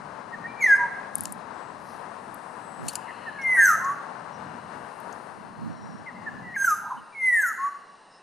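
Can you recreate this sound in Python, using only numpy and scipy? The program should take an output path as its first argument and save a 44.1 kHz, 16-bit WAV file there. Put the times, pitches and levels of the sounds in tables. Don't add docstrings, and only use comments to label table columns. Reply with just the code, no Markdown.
import sys
import numpy as np
from scipy import signal
from scipy.fft import rfft, irfft, next_fast_len
from scipy.io import wavfile
from scipy.ndimage import uniform_filter1d, map_coordinates

SR = 44100
rng = np.random.default_rng(int(sys.argv[2]) if len(sys.argv) > 2 else 0)


def generate_wav(signal):
    frames = np.transpose(np.atleast_2d(signal))
    scaled = np.clip(frames, -1, 1) * 32767
    pcm = np.round(scaled).astype(np.int16)
    wavfile.write(sys.argv[1], SR, pcm)


N = 362502
T = np.arange(N) / SR

# time_s, level_db
AIR_FLOW = [(0, -46), (.8, -45.5), (1.14, -47), (4.4, -45.5), (5.29, -46.5), (5.36, -50), (6.1, -50),
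            (6.35, -48), (6.56, -53), (8.22, -54.5)]
REEDY = [-6.5, -6.5, 2.5, 4.5, 9, -13, 6, 17.5, 8, -6]


def undb(db):
    return 10 ** (np.asarray(db) / 20)


def unit(x):
    return x / np.sqrt(np.mean(x ** 2))


def pan(db):
    gains = undb(np.array([[db], [-db]]) / 2)
    return gains / gains.mean()


def colour(x, spectrum):
    size = next_fast_len(N)
    hz, db = np.transpose(spectrum)
    bins_hz = np.fft.rfftfreq(size, 1 / SR)
    gain = undb(np.interp(np.log(bins_hz + 1), np.log(hz), db))
    return irfft(rfft(x, size) * gain, size)[:N]


def soft_filter(x, order, hz, kind):
    return signal.sosfilt(signal.butter(order, hz, kind, fs=SR, output="sos"), x)


def steep_cut(x, hz):
    return signal.sosfilt(signal.ellip(8, .2, 80, hz, fs=SR, output="sos"), x)


def noise(spectrum):
    return unit(colour(rng.standard_normal(N), spectrum))


def band(hz, width_hz):
    edges = np.clip([hz - width_hz / 2, hz + width_hz / 2], 20, .45 * SR)
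    return unit(soft_filter(rng.standard_normal(N), 3, edges, "band"))


def walk(rate_hz):
    step = max(int(SR / rate_hz), 1)
    knots_s = np.arange(N // step + 2) * step / SR
    wander = np.interp(T, knots_s, rng.standard_normal(N)[:len(knots_s)])
    return unit(uniform_filter1d(wander, step))


def arch(middle_s, length_s):
    return np.cos(np.pi * np.clip((T - middle_s) / length_s, -.5, .5)) ** 2


def decay(t, t60_s):
    return np.exp(-np.log(1000) * t / t60_s)


def ring(hz, width_hz, t):
    wave = 2 * np.pi * width_hz / SR * np.exp(-np.pi * width_hz * t) * np.cos(2 * np.pi * hz * t)
    wave[0] /= 2
    return wave


def add(out, start_s, sound):
    i = int(start_s * SR)
    out[..., i:i + sound.shape[-1]] += sound[..., :N - i]


def hush(level_db=-54, apart=.17, follow=.04, swell_db=.5):
    # freq_hz, gain_db
    spectrum = [(30, -17), (80, -28), (200, -10.5), (330, -9.5), (600, -7.5), (1020, -2), (1350, -11.5),
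                (1800, -8), (2300, -21.5), (3400, -25), (4800, -22), (6600, -28), (9500, -32), (11000, -63),
                (12500, -61)]
    common = noise(spectrum)
    air = unit(np.array([common + apart * noise(spectrum) for _ in range(2)]))
    flow_db = np.interp(T, *np.transpose(AIR_FLOW))
    return air * undb(level_db + follow * (flow_db - flow_db.mean()) + swell_db * walk(2.22))


def far_insects(waver_db=1.5, side_db=1, drift=.02):
    # centre_hz, width_hz, level_db
    chorus = [(2754, 300, -69.5), (4050, 350, -72), (9000, 810, -70)]
    # middle_s, length_s, centre_hz, width_hz, level_db
    buzzes = [(1.64, .39, 7880, 350, -66), (1.91, .36, 10100, 2980, -63.5), (1.913, .22, 5070, 2000, -62),
              (2.734, .4, 8000, 300, -59), (2.68, 2.4, 9100, 3000, -64.5), (3.2, 1.1, 2750, 450, -56.5),
              (5.05, 1.34, 9800, 2500, -67), (4.35, .09, 5600, 600, -62), (4.5, .97, 2800, 400, -66),
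              (3.25, .7, 4150, 400, -63), (5.876, .55, 5600, 200, -64.5), (6.99, .06, 2960, 220, -57.5),
              (7.8, .8, 5600, 120, -73), (8.154, .15, 5194, 522, -63)]
    out = np.zeros(N)
    for hz, width_hz, db in chorus:
        warped_s = T + np.cumsum(drift * walk(2.5)) / SR
        drone = map_coordinates(band(hz, width_hz), [warped_s * SR], mode="mirror")
        out += drone * undb(db + waver_db * walk(3.89))
    for middle_s, length_s, hz, width_hz, db in buzzes:
        out += undb(db) * arch(middle_s, length_s) * band(hz, width_hz)
    return pan(side_db) * out


def breeze(hiss_db=5, hiss_side_db=19, apart=.41, gust_side_db=-6, flutter_db=2.25, threshold_db=-54.5):
    # freq_hz, gain_db
    hiss_spectrum = [(120, -49), (250, -12.5), (450, -5.5), (750, -2), (970, 1.5), (1200, -3.5), (1750, -9),
                     (2200, -19), (3300, -29), (4600, -30), (7000, -36), (11000, -40.5), (12500, -75)]
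    # freq_hz, gain_db
    buffet_spectrum = [(25, -20), (50, -30), (90, -7.5), (160, 0.5), (240, 1.5), (350, -11), (600, -28),
                       (1500, -54)]
    # time_s, level_db
    eddies = [(0, -51.5), (5.24, -50.5), (6.45, -50.5), (6.85, -56), (7.08, -66), (8.22, -72.5)]
    # middle_s, length_s, level_db
    gusts = [(0.338, 0.15, -57), (1.26, 0.38, -43), (1.946, 0.46, -62), (2.85, .16, -35.5),
             (5.4, 0.37, -51), (5.66, 0.24, -34), (5.896, 0.55, -42), (6.366, 0.58, -49.5),
             (6.986, 0.17, -48), (7.49, 0.23, -57)]
    flow_db = np.interp(T, *np.transpose(AIR_FLOW))
    rumble_db = np.interp(T, *np.transpose(eddies))
    flow_gain = np.sqrt(np.maximum(undb(flow_db) ** 2 - undb(threshold_db) ** 2, 0))
    hiss = noise(hiss_spectrum) * flow_gain * undb(hiss_db + walk(20))
    opposed = np.array([[1], [-1]])
    rumble = noise(buffet_spectrum) + apart * opposed * noise(buffet_spectrum)
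    rumble *= undb(rumble_db + flutter_db * walk(12))
    gust_gain = sum(undb(db) * arch(middle_s, length_s) for middle_s, length_s, db in gusts)
    bumps = noise(buffet_spectrum) * gust_gain * opposed
    return hiss * pan(hiss_side_db) + rumble + bumps * pan(gust_side_db)


def crackle(patchy_db=4, side_db=6):
    # start_s, end_s, level_db
    patches = [(1.124, 1.34, -51), (2.818, 2.994, -48)]
    fizz = noise([(1800, -31), (3500, -5), (7000, -4), (11000, -2), (16000, -30)])
    grains = unit(fizz * undb(patchy_db * walk(400)))
    swell = sum(undb(db) * np.sin(np.pi * np.clip((T - start) / (end - start), 0, 1))
                for start, end, db in patches)
    return pan(side_db) * grains * swell


def ticks(mode_spread=.07, light_hz=8500, snap=5, tail_db=-35, tail_t60_s=.54):
    # start_s, level_db, centre_hz, scrape_s, t60_s, side_db, upper_hollow_hz, hollow_db
    touches = [(1.1546, -20.5, 10200, 0.00094, 0.0018, 9, 6600, -12),
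               (1.183, -33, 11500, .00024, .005, 9, 5000, -20),
               (1.208, -23.5, 9800, 0.00022, 0.0053, 9, 4980, -10),
               (1.2354, -34, 10700, .001, 0.019, 12, 3500, -5),
               (1.255, -24, 7800, 0.0013, 0.0046, 6.5, 5460, -12),
               (1.323, -28.5, 10100, 0.00081, 0.015, 9, 5000, -20),
               (2.344, -43.5, 12700, 0.0016, 0.0076, 2, 4930, -28),
               (2.883, -26.5, 8020, 0.0053, 0.0072, 6.5, 4300, -7.5),
               (2.892, -33.5, 8100, .001, 0.031, 8, 4440, 0),
               (2.955, -20, 8000, 0.00027, 0.014, 7, 4870, -5.5),
               (3.415, -49.5, 5260, .004, 0.13, 5, 5620, 3),
               (3.845, -46, 6040, 0.0044, 0.057, 6, 5600, -16),
               (5.002, -48, 12600, .0005, .012, 5, 5000, -30),
               (5.127, -41, 6000, .00065, 0.014, 2, 5300, -18)]
    # freq_hz, width_hz, level_db
    modes = [(6360, 560, 10), (7300, 570, 0.5), (8970, 410, 7.5), (9700, 650, 14), (11300, 850, 12),
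             (12800, 1300, -2)]
    out, t = np.zeros((2, N)), T[:4096]
    for start_s, db, centre_hz, scrape_s, t60_s, side_db, upper_hollow_hz, hollow_db in touches:
        body = np.zeros(len(t))
        for hz, width_hz, mode_db in modes:
            nearness = np.exp(-((hz / centre_hz - 1) / mode_spread) ** 2 / 2)
            body += nearness * undb(mode_db) * ring(hz, width_hz, t)
        hollow = .37 * ring(hz=2840, width_hz=540, t=t) + ring(upper_hollow_hz, width_hz=170, t=t)
        body = soft_filter(body + undb(hollow_db) * hollow, 3, [2300, 12500], "band")
        if centre_hz > light_hz:
            body = soft_filter(body, 3, 7000, "high")
        fade = decay(np.maximum(t - scrape_s, 0), t60_s) + undb(tail_db) * decay(t, tail_t60_s)
        force = rng.standard_normal(len(t)) * fade
        force[0] = snap
        tick = signal.fftconvolve(force, body / np.linalg.norm(body))
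        add(out, start_s, undb(db) * pan(side_db) * tick)
    return out


def trees(song, bark_smear_s=.006, spread=.27):
    # delay_s, level_db
    trunks = [(.021, -24), (.05, -25), (.085, -20.5), (.112, -17.5), (.14, -22)]
    t = T[:SR]
    response = np.zeros((2, SR))
    side_gain = np.array([[spread], [-spread]])
    for delay_s, db in trunks:
        scatter = rng.standard_normal((2, SR // 20)) * np.exp(-t[:SR // 20] / bark_smear_s)
        mid, side = scatter / np.linalg.norm(scatter, axis=1, keepdims=True)
        add(response, delay_s, undb(db) * (mid + side_gain * side))
    response = soft_filter(response, 2, 3200, "low")
    for kind, db, t60_s, rise_s in (("low", -9, .76, .05), ("high", -5, .49, .004)):
        mid, side = soft_filter(rng.standard_normal((2, SR)), 4, 3500, kind)
        fade = (1 - np.exp(-t / rise_s)) * decay(t, t60_s)
        response += undb(db) * fade / np.linalg.norm(fade) * (mid + side_gain * side)
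    response = soft_filter(response, 2, [1300, 12000], "band")
    return song + signal.fftconvolve(song, response, axes=1)[:, :N]


def limb(song, echo_db=-12, delay_s=.0048, port_lag_s=.00017):
    return np.array([song + undb(echo_db) * np.interp(T - lag_s, T, song, left=0)
                     for lag_s in (delay_s, delay_s + port_lag_s)])


def syllables(edge_s):
    fluty = [-15, -15.5, -2.5, 11, -20, 0, 15, 14, 18]
    mellow = [-6.5, -6.5, -14, -8, -3, -25, -10]
    # time_s, pitch_hz, level_db, overtones_db
    slur = [(0, 2390, -39.5, -51), (.009, 2306, -31, -33), (0.015, 2190, -31.5, -36),
            (0.028, 2160, -13, -26.5), (0.033, 2068, -27, -36), (0.041, 2040, -9.5, -29),
            (.053, 2040, -27.5, -37), (.064, 1910, -11, -36), (.07, 1800, -29, -39), (.079, 1730, -22, -35),
            (.095, 1681, -18.5, -32), (.123, 1621, -13, -37), (0.147, 1580, -19.5, -37),
            (.165, 1720, -33, -34)]
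    sweep = [(0, 2210, -43.5, -73), (0.046, 2130, -35, -55), (0.069, 2095, -22, -55),
             (0.086, 2075, -24.5, -49), (.11, 2055, -21, -47), (.14, 2015, -19.5, -42),
             (0.169, 1950, -22.5, -37.5), (.2, 1860, -17, -34.5), (.25, 1715, -17.5, -35),
             (0.286, 1544, -20.5, -42), (0.31, 1380, -21.5, -56), (0.368, 1286, -25, -67)]
    wavering_sweep = [(0, 2200, -41, -71), (0.036, 2162, -35, -64), (.07, 2067, -29.5, -47),
                      (0.101, 2070, -22, -44.5), (0.132, 2024, -17, -35.5), (.161, 1947, -26, -47),
                      (0.179, 1931, -18.5, -38), (0.21, 1837, -24.5, -37), (0.248, 1721, -15, -41.5),
                      (.272, 1610, -31.5, -37.5), (.285, 1574, -18.5, -47), (0.313, 1373, -28.5, -46.5),
                      (0.338, 1355, -30, -45), (0.365, 1277, -28, -72)]
    yodel = [(0, 2246, -36, -62), (.01, 1610, -25.5, -57), (.023, 1566, -24.5, -55),
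             (0.048, 1613, -20, -41), (0.084, 1591, -16, -34), (.122, 1415, -24.5, -36.5),
             (.148, 1255, -20, -40.5), (0.17, 1227, -26, -46.5), (.191, 1190, -37, -55)]
    broken_yodel = [(0, 2188, -34, -58), (.009, 1657, -25, -55), (0.027, 1570, -36, -49),
                    (0.045, 1602, -26, -40), (.066, 1600, -20, -40.5), (0.083, 1593, -39.5, -36.5),
                    (0.089, 1581, -11, -33.5), (.104, 1505, -29.5, -32.5), (0.115, 1493, -20, -38),
                    (0.126, 1375, -14.5, -44), (.141, 1343, -25, -41.5), (0.154, 1250, -24.5, -41.5),
                    (.17, 1232, -18.5, -48), (0.192, 1201, -33, -50)]
    for start_s, contour, register in ((.602, slur, mellow), (3.39, sweep, fluty), (3.561, yodel, REEDY),
                                       (6.557, broken_yodel, REEDY), (7.152, wavering_sweep, fluty)):
        times, *columns = np.transpose(contour)
        i = np.flatnonzero((T > start_s + times[0] - edge_s) & (T < start_s + times[-1] + edge_s))
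        hz, db, overtones_db = (uniform_filter1d(np.interp(T[i] - start_s, times, column), size=220)
                                for column in columns)
        yield i, hz, undb(db), undb(overtones_db), register, 0


def slides(skew=1.4):
    # start_s, length_s, start_hz, end_hz, level_db, relative_overtones_db, roughness_share
    notes = [(0.315, 0.045, 1950, 1740, -36.5, -44, 0.013), (0.426, 0.054, 1765, 1906, -35.5, -47, 0.016),
             (0.45, 0.093, 2290, 2390, -46, -36, .004), (0.533, 0.17, 2320, 2397, -44, -38, 0.011),
             (0.766, 0.11, 990, 944, -25.5, -43, 0.0042), (3.064, 0.059, 2050, 1850, -40.5, -43, 0.05),
             (3.25, 0.057, 1926, 1698, -34, -40, 0.018), (3.323, 0.12, 1747, 1586, -41.5, -46, 0.021),
             (3.793, 0.16, 1042, 1165, -25, -36.5, 0.011), (6.054, 0.049, 2180, 1870, -37.5, -41, 0.023),
             (6.255, 0.043, 1863, 1650, -29.5, -42, .014), (6.408, 0.17, 2007, 1854, -41, -39, .012),
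             (6.534, 0.033, 1933, 2330, -35.5, -43, 0.014), (6.792, 0.212, 863, 985, -37.5, -46, 0.07),
             (6.893, 0.04, 1147, 931, -31.5, -40, 0.061), (7.116, .04, 2400, 2270, -50, -41, 0.0085),
             (7.573, 0.13, 1058, 1162, -22, -38.5, 0.0076)]
    for start_s, length_s, start_hz, end_hz, db, overtones_db, roughness in notes:
        i = np.flatnonzero((T > start_s) & (T < start_s + length_s))
        along = np.linspace(0, 1, len(i))
        hz = start_hz + (end_hz - start_hz) * along
        gain = undb(db) * np.sin(np.pi * along ** skew)
        yield i, hz, gain, gain * undb(overtones_db), REEDY, roughness


def syrinx(coupling=.19, flicker_db=3, swell_db=1.37, hoarse_db=-13, breath_db=-42, edge_s=.006):
    # freq_hz, gain_db
    throat = [(2200, -3.5), (3400, -24), (4200, -10), (4600, -30), (5000, -15), (5600, -11.5), (6400, 0),
              (7300, -17.5), (8100, -15.5), (10000, -19), (10600, -16), (11400, -15.5), (12900, -21),
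              (14400, -36)]
    # freq_hz, gain_db
    breath_spectrum = [(1000, -12), (2000, 7), (2700, 7), (3600, -3), (5000, -4), (9000, -45)]
    rasp_rad, glide_rasp_rad, blur_rad, fast_octaves_per_s = .023, .06, .42, 3.6
    drift = 1 + .002 * walk(120) + .003 * walk(900)
    flutter, flicker = walk(2000), undb(flicker_db * walk(150))
    shake, wander, swell = walk(500), walk(350), undb(swell_db * walk(70))
    whistle, overtones, effort = np.zeros((3, N))
    voices = []
    for i, hz, gain, overtone_gain, register, roughness in [*syllables(edge_s), *slides()]:
        t = T[i]
        phase = 2 * np.pi * np.cumsum(hz * (drift[i] + roughness * shake[i])) / SR
        ramp = np.clip(np.minimum(t - t[0], t[-1] - t) / edge_s, 0, 1)
        gate = np.sqrt(2) * np.sin(np.pi / 2 * ramp) ** 2
        tone = gate * gain * swell[i] * np.sin(phase)
        whistle[i] += tone
        effort[i] += gate * gain
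        voices.append((i, hz, phase, tone, gate * overtone_gain, register))
    for i, hz, phase, tone, clap_gain, register in voices:
        octaves_per_s = np.abs(np.gradient(np.log2(hz))) * SR
        strain = np.minimum(octaves_per_s / fast_octaves_per_s, 1) ** 2
        scatter = (rasp_rad + glide_rasp_rad * strain) * flutter[i] + blur_rad * strain * wander[i]
        tug = coupling * (whistle[i] - tone)
        clap_phase = phase + scatter + tug
        overtones[i] += clap_gain * undb(hoarse_db) * rng.standard_normal(len(i))
        for k, db in enumerate(register, 2):
            own_flicker = flicker[i - rng.integers(N)]
            overtones[i] += clap_gain * undb(db) * own_flicker * (k * hz < SR / 2) * np.sin(k * clap_phase)
    breath = undb(breath_db) * effort * noise(breath_spectrum)
    return whistle + steep_cut(colour(overtones, throat), hz=14600) + breath


def scene():
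    return trees(limb(syrinx())) + ticks() + crackle() + far_insects() + breeze() + hush()


def record(dry):
    return steep_cut(dry, hz=16000)


dry = scene()
out = record(dry)
generate_wav(out)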